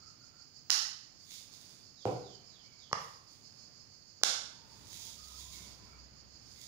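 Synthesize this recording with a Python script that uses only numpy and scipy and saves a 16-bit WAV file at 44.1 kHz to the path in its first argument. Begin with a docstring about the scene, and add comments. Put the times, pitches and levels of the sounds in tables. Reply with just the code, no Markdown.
"""A hard, live room with an open window: hands work a small plastic sprinkle jar at a wooden table.
Flap snaps and a set-down are short blows ringing the modes of jar and table; sprinkles are random grains.
Outside, cicadas are throbbing resonant noise, birds are falling tones and narrow-band whistles,
and traffic is a wavering engine note over broadband hum. The left microphone is muffled,
and a gain control shared by both channels ducks after loud clicks."""
import sys
import numpy as np
from scipy import signal
from scipy.fft import rfft, irfft, next_fast_len
from scipy.io import wavfile
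from scipy.ndimage import map_coordinates

SR = 44100
rng = np.random.default_rng(int(sys.argv[2]) if len(sys.argv) > 2 else 0)


def undo_db(level):
    """Turn decibels back into plain size, where 20 dB means ten times bigger."""
    steps = np.asarray(level, float) / 20
    return 10 ** steps


def waveform_to_disk(signal):
    """Save audio, clipped to [-1, 1], as 16-bit WAV at the path in sys.argv[1]."""
    frames = np.transpose(np.atleast_2d(signal))
    scaled = np.clip(frames, -1, 1) * 32767
    samples = np.round(scaled).astype(np.int16)
    wavfile.write(sys.argv[1], SR, samples)


N = 294147

# Modes of cap and jar: f/Hz, width/Hz, then relative level/dB for the small flap opening,
# for shutting, and for the large flap opening
JAR_MODES = [(140, 78, -56, -13, -30.5), (250, 230, -49, -20.5, -24), (488, 149, -45.5, -10.5, -9.5),
             (833, 79, -19.5, -5.5, -11.5), (1145, 225, -9.5, 2.5, -1), (1420, 670, -11.5, -7.5, -2.5),
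             (1948, 250, -7.5, -4.5, -47), (2890, 430, -9, -14, -25), (3576, 500, -2.5, -20, 6.5),
             (4110, 760, 0, -16.5, 6), (5380, 770, 3.5, 1.5, 10), (6870, 675, -1, -17, 9.5),
             (9500, 2900, -14, -38, -2), (16300, 580, -4, -47, -19)]
# Contacts of each flap move, the latch's soft slip before the snap: t/s, peak level/dB, contact/ms
FLAP_MOVES = [
    [(.6988, -23.5, 0.17), (.7036, -3.5, 0.013)],
    [(2.914, -38, 0.19), (2.9294, -13, 0.051), (2.9312, -19, 0.023)],
    [(4.214, -45, 0.28), (4.2337, -18, 0.24), (4.2352, 0, 0.028), (4.2359, -24, 0.022)],
]
# Aim of each flap move: left direct level/dB, room level/dB
FLAP_AIMS = [(-9, 6), (2, -3.5), (3, 2)]
# Sprinkles avalanching along the wall as the jar tips: t/s the heap lands, level/dB, build-up/s, run/s
AVALANCHES = [(1.318, -49, 0.18, 0.023), (1.526, -55, .03, .01), (1.612, -58.5, .03, 0.0089),
              (1.705, -62, 0.089, 0.022), (2.06, -57, .03, 0.003), (2.99, -57.5, 0.034, 0.053),
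              (3.323, -64, 0.22, 0.0085), (3.464, -74, .05, .01), (3.542, -69.5, .03, .01),
              (4.71, -63, 0.29, 0.18), (4.928, -48.5, 0.21, 0.15), (5.245, -54, 0.17, 0.095),
              (5.385, -49, 0.11, 0.02), (5.535, -48.5, 0.2, 0.015), (5.627, -55, .03, .01),
              (5.844, -66.5, .03, .01), (6.504, -64.5, 0.37, .05), (6.614, -54.5, 0.25, 0.026)]
# Single sprinkles striking the wall: t/s, rms level at contact/dB
GRAIN_TICKS = [(1.308, -43), (1.319, -44), (1.3395, -43), (1.527, -48), (1.613, -48), (1.694, -48),
               (4.858, -52), (4.9305, -38), (5.243, -45), (5.285, -47), (5.322, -47), (5.372, -47),
               (5.535, -42), (5.627, -48), (6.6148, -39)]
# Spectrum of sprinkles on the wall: f/Hz, relative level/dB per Hz
GRAIN_SPECTRUM = [(1060, -35), (1800, -19.5), (2180, -12), (2970, -12), (3530, -0.5), (4230, -4.5),
                  (4800, -1.5), (5760, -2), (6660, 1.5), (7920, -11), (8990, -10.5), (10600, -11),
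                  (13500, -19), (14800, -10.5), (15800, -11)]
# Modes of the table top: f/Hz, width/Hz, relative level/dB
TABLE_MODES = [(60.6, 14, -20), (120.4, 17, -4), (232, 116, -13.5), (344, 31, 1), (485, 63, -0.5),
               (755, 84, -1), (1030, 170, -11.5), (1426, 150, -10.5), (2300, 650, -18), (6000, 3300, -12.5)]
# The jar's edge lands, then its whole base: t/s, peak level/dB, contact/ms
BASE_CONTACTS = [(2.0535, -20.5, 0.11), (2.063, -25, 0.7)]
# Resonances of the cicadas' buzz: f/Hz, width/Hz, relative level/dB
CICADA_MODES = [(4492, 455, -5.5), (4856, 174, -1), (5263, 77, -1), (6340, 970, -12.5), (6840, 270, -8),
                (7550, 100, -20)]
# Falling bird notes: t/s, level/dB
BIRD_CHIRPS = [(1.95, -55.5), (2.216, -55.5), (2.493, -56.5), (2.769, -55.5)]
# Pitch glide of one bird note: t/s from its start, f/Hz
CHIRP_GLIDE = [(0, 4134), (.09, 3090), (.2, 3080)]
# Far, blurred whistles: start t/s, end t/s, f/Hz, width/Hz, level/dB
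FAR_WHISTLES = [(0, 0.15, 1305, 150, -66.5), (0.2, 0.446, 1374, 120, -70.5), (2.404, 2.544, 2330, 150, -77),
                (2.64, 2.824, 2270, 150, -69.5), (4.5, 5.145, 913, 123, -68.5),
                (5.186, 5.379, 1273, 100.2, -64), (5.299, 6.003, 997, 120, -69.5),
                (5.52, 5.68, 2190, 250, -64), (5.85, 5.999, 2280, 200, -67.5),
                (5.884, 5.989, 1340, 150.5, -66), (6.559, 6.673, 2090, 250, -70)]
# A vehicle idling into earshot: t/s, engine level/dB
ENGINE_LEVEL = [(4.3, -98), (4.8, -70), (5.1, -73), (5.2, -62.5), (6.02, -61), (6.28, -68.5), (6.67, -69)]
# Course of the road hum: t/s, level/dB
HUM_LEVEL = [(0, -65.5), (4.4, -64), (5.2, -58.5), (6.67, -62.5)]
# Spectrum of the road hum: f/Hz, relative level/dB per Hz
HUM_SPECTRUM = [(15, -45), (25, -9), (44, -7.5), (69, -8), (93, 1.5), (253, -6.5), (363, -11), (395, -12),
                (1010, -15), (1220, -14), (1330, -15.5), (1820, -17.5), (2910, -18), (3380, -20.5),
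                (4000, -19.5), (5200, -46), (8800, -120)]
# Left-right correlation of diffuse outdoor sound: f/Hz, correlation/1
FIELD_CORRELATION = [(60, 0.45), (130, 0.24), (290, 0.35), (640, 0.14), (1400, -0.068), (3100, 0.044),
                     (8000, -0.45)]
# Left-right correlation of the room's answer: f/Hz, correlation/1
ECHO_CORRELATION = [(60, 0.99), (300, 0.61), (600, 0.64), (1400, -0.38), (3000, -0.025), (8000, -0.37)]
# Reverberation time of the room: f/Hz, t60/s
ROOM_DECAY = [(100, 0.74), (260, 0.54), (700, 0.57), (1840, 0.61), (4850, 0.58), (12800, 0.41)]
# Response of the muffled left microphone: f/Hz, level/dB
LEFT_RESPONSE = [(60, -0.5), (300, 0), (700, -2), (1290, -3.5), (2380, -6.5), (4400, -16.5), (8120, -25.5),
                 (12000, -79), (15000, -7.5)]
# Spectrum of the preamplifier hiss: f/Hz, relative level/dB per Hz
HISS_SPECTRUM = [(1000, -6), (3000, -6), (7000, -14), (8000, -12.5), (13800, -15), (14500, -6.5),
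                 (15400, -2.5)]

GATHER_DB, SETTLE_DB_PER_S = 38, 125  # gained over an avalanche's build-up; lost after its run
STRAYS_PER_S, STRAY_DB = 30, 1  # chance ticks; their median level over the avalanche
TICK_S = 0.0019  # decay constant of a grain's chatter on the wall
SINGER_DB, CHORUS_DB = -55.5, -57.5
FIRST_SWELL_S, SWELL_PERIOD_S = .10, .1603
ENGINE_HZ, WAVER_HZ = 64, 0.64  # engine note and the scale of its random drift
BOOM_HZ, BOOM_WIDTH_HZ, BOOM_DB = 100.3, 11, -6  # exhaust band, level relative to the note


def unit(x):
    """Normalisation: the signal is scaled to rms 1."""
    return x / np.sqrt(np.mean(x ** 2) + 1e-20)


def along(points, hz):
    """Interpolation on a logarithmic frequency axis, in (f/Hz, value) points."""
    f, v = np.transpose(points)
    return np.interp(np.log(hz + 1), np.log(f + 1), v)


def course(points):
    """Linear interpolation in time of (t/s, value) points, one value per sample."""
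    s, value = np.transpose(points)
    return np.interp(np.arange(N) / SR, s, value)


def wobble(rate):
    """Slow random fluctuation: a smooth curve through Gaussian knots, rate of them a second."""
    knots = rng.standard_normal(int(N * rate / SR) + 4)
    return map_coordinates(knots, [np.arange(N) * rate / SR])


def filtered(x, response):
    """Linear filtering: the spectrum is multiplied by a complex frequency response."""
    m = next_fast_len(x.shape[-1] + 8192)
    spectrum = rfft(x, m) * response(np.fft.rfftfreq(m, 1 / SR))
    return irfft(spectrum, m)[..., :x.shape[-1]]


def resonances(modes):
    """Modal superposition: causal second-order resonances of alternating sign are summed."""
    def response(f):
        return sum((-1) ** k * undo_db(db) * 1j * f * width / (hz * hz - f * f + 1j * f * width)
                   for k, (hz, width, db) in enumerate(modes))
    return response


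def pulses(events):
    """Impulse train: one impulse per (t/s, level/dB) row."""
    s, db = np.transpose(events)
    return np.bincount(np.round(s * SR).astype(int), undo_db(db), N)[:N]


def diffuse(size, correlation=FIELD_CORRELATION):
    """Diffuse field: noise at two microphones whose correlation depends on frequency."""
    def mid_side_gains(hz):
        angle = np.arccos(np.clip(along(correlation, hz), -1, 1)) / 2
        return np.array([np.cos(angle), np.sin(angle)])
    mid, side = filtered(rng.standard_normal((2, size)), mid_side_gains)
    return np.array([mid + side, mid - side])


def room(x, gap=0.0054, rise=0.0031, early_db=-14):
    """Reverberation: decaying noise, held at an early level until the walls answer after a gap/s."""
    hz, t, z = signal.stft(diffuse(SR * 3 // 4, ECHO_CORRELATION), SR, nperseg=256)
    decay = undo_db(-60 * t / along(ROOM_DECAY, hz)[:, None])
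    tail = signal.istft(z * decay, SR, nperseg=256)[1]
    late = np.clip(np.arange(tail.shape[1]) / SR - gap, 0, None)
    tail = tail * np.maximum(1 - np.exp(-late / rise), undo_db(early_db))
    return signal.oaconvolve(x[None], tail / np.linalg.norm(tail[0]), axes=1)[:, :N]


def near(x, left_db, wet_db, wet_hz=150):
    """Direct and reverberant field: the left path is 6 samples longer; the room takes less bass."""
    echo = room(filtered(x, lambda f: 1j * f / (wet_hz + 1j * f)))
    direct = np.array([undo_db(left_db) * np.pad(x, (6, 0))[:N], x])
    return direct + undo_db(wet_db) * echo


def struck(contacts, modes):
    """Modal impact: each blow varies the mode levels, and longer contact excites less treble."""
    out, blow = np.zeros(N), np.eye(1, SR // 4)[0]
    for s, db, ms in contacts:
        varied = modes + np.outer(rng.standard_normal(len(modes)), [0, 0, 1.5])
        ringing = resonances(varied)
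        ring = filtered(blow, lambda f: ringing(f) / (1 + 2j * np.pi * f * ms / 1000) ** 2)
        out[round(s * SR):][:len(ring)] += undo_db(db) * ring / np.abs(ring).max()
    return out


def flaps():
    """Modal excitation: each flap move rings the same jar modes at its own strengths."""
    jar = np.array(JAR_MODES)
    heard = np.zeros((2, N))
    for k, contacts in enumerate(FLAP_MOVES):
        modes = jar[:, [0, 1, 2 + k]]
        heard += near(struck(contacts, modes), *FLAP_AIMS[k])
    return heard


def sprinkles(per_second=5000, spread_db=2.2):
    """Granular flow: dense random impacts of uneven size form slides, and single grains tick."""
    t = np.arange(N) / SR
    colour = lambda hz: undo_db(along(GRAIN_SPECTRUM, hz))
    sizes = undo_db(spread_db * np.minimum(rng.exponential(size=N), 3))
    grains = (rng.random(N) < per_second / SR) * sizes * rng.standard_normal(N)
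    power = np.zeros(N)
    for s, db, build, run in AVALANCHES:
        gather = GATHER_DB * np.clip(s - t, 0, None) / build
        settle = SETTLE_DB_PER_S * np.clip(t - s - run, 0, None)
        power += undo_db(db - gather - settle) ** 2
    flow = np.sqrt(power)
    strays = (rng.random(N) < STRAYS_PER_S / SR) * undo_db(STRAY_DB + 3.2 * rng.standard_normal(N)) * flow
    chatter = signal.lfilter([1], [1, -np.exp(-1 / (TICK_S * SR))], pulses(GRAIN_TICKS) + strays)
    ticks = chatter * unit(filtered(rng.standard_normal(N), colour))
    slides = flow * unit(filtered(grains, colour))
    return near(slides + ticks, 1.4, 0.87)


def table():
    """Modal impact: the jar's base knocks the table top and rings its modes."""
    return near(struck(BASE_CONTACTS, np.array(TABLE_MODES)), 0, 3.56)


def cicadas():
    """Amplitude modulation: a singer's resonant noise swells about six times a second over a chorus."""
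    swell = .5 + .5 * np.cos(2 * np.pi * (np.arange(N) / SR - FIRST_SWELL_S) / SWELL_PERIOD_S)
    resonant = resonances(CICADA_MODES)
    buzz = lambda: unit(filtered(diffuse(N), lambda hz: resonant(hz) * (hz > 4050) * (hz < 7900)))
    singer = undo_db(SINGER_DB + 1.3 * wobble(2.0)) * swell * buzz()
    chorus = undo_db(CHORUS_DB + 1.1 * wobble(3.09)) * buzz()
    flutter = undo_db(.8 * wobble(40))
    return flutter * (singer + chorus)


def birds():
    """Frequency glide and narrow-band noise: husky chirps heard only as echo, and far whistles."""
    t, chirps, far = np.arange(N) / SR, np.zeros(N), np.zeros((2, N))
    for s, db in BIRD_CHIRPS:
        hz = np.interp(t - s, *np.transpose(CHIRP_GLIDE))
        shape = np.interp(t - s, [0, .01, .12, CHIRP_GLIDE[-1][0]], [0, 1, .5, 0])
        chirps += undo_db(db) * shape * np.sin(2 * np.pi * np.cumsum(hz) / SR)
    for start, end, hz, width, db in FAR_WHISTLES:
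        span = slice(max(0, round((start - .02) * SR)), round((end + 0.09) * SR))
        shape = np.interp(t[span], [start - .02, start + .02, end - .03, end + .06], [0, 1, 1, 0])
        band = resonances([(hz, width, 0)])
        noise = filtered(diffuse(len(shape)), lambda f: band(f) ** 2)
        far[:, span] += undo_db(db) * shape * unit(noise)
    husky = chirps * wobble(350)
    return room(husky, gap=.001, rise=0.0015, early_db=1.0) + far


def traffic():
    """Tone and noise sources: an unsteady engine note with exhaust boom swells late over road hum."""
    engine_hz = ENGINE_HZ + WAVER_HZ * wobble(3.5)
    note = np.sqrt(2) * undo_db(2.5 * wobble(6.5)) * np.sin(2 * np.pi * np.cumsum(engine_hz) / SR)
    exhaust = resonances([(BOOM_HZ, BOOM_WIDTH_HZ, 0)])
    boom = unit(filtered(diffuse(N), lambda f: exhaust(f) ** 2))
    engine = undo_db(course(ENGINE_LEVEL)) * (note + undo_db(BOOM_DB) * boom)
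    hum = unit(filtered(diffuse(N), lambda hz: undo_db(along(HUM_SPECTRUM, hz))))
    hum_db = course(HUM_LEVEL) + 1.1 * wobble(2.5) + .7 * wobble(8)
    return engine + undo_db(hum_db) * hum


def scene():
    """Superposition: the sound pressures of all sources add at the two microphones."""
    return flaps() + sprinkles() + table() + cicadas() + birds() + traffic()


def top_cut(x):
    """Nothing passes above the cut-off."""
    return signal.sosfilt(signal.butter(12, 16830, fs=SR, output="sos"), x)


def record(dry, knee_db=-22, slope=0.3, release_db=110, attack=0.0047):
    """Transduction and compression: muffled left port, linked gain control, soft ceiling and hiss."""
    ports = np.array([filtered(dry[0], lambda hz: undo_db(along(LEFT_RESPONSE, hz))), dry[1]])
    ports = filtered(ports, lambda hz: hz < 15600)
    peak_db = 20 * np.log10(np.abs(ports).max(axis=0) + 1e-9)
    over_db = slope * np.clip(peak_db - knee_db, 0, None)
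    ramp = release_db * np.arange(N) / SR
    duck_db = np.maximum.accumulate(over_db + ramp) - ramp  # set by each peak, let go at release_db a second
    keep = np.exp(-1 / (attack * SR))
    duck_db = signal.lfilter([1 - keep], [1, -keep], duck_db)  # too slow to catch the click itself
    ducked = ports * undo_db(-duck_db)
    ducked /= (1 + np.abs(ducked / .85) ** 4) ** .25  # the converter's soft ceiling
    hiss_response = lambda hz: undo_db(along(HISS_SPECTRUM, hz)) * (hz < 15500)
    hiss = undo_db(-78.5) * unit(filtered(rng.standard_normal((2, N)), hiss_response))
    return top_cut(ducked + hiss)


dry = scene()
out = record(dry)
waveform_to_disk(out)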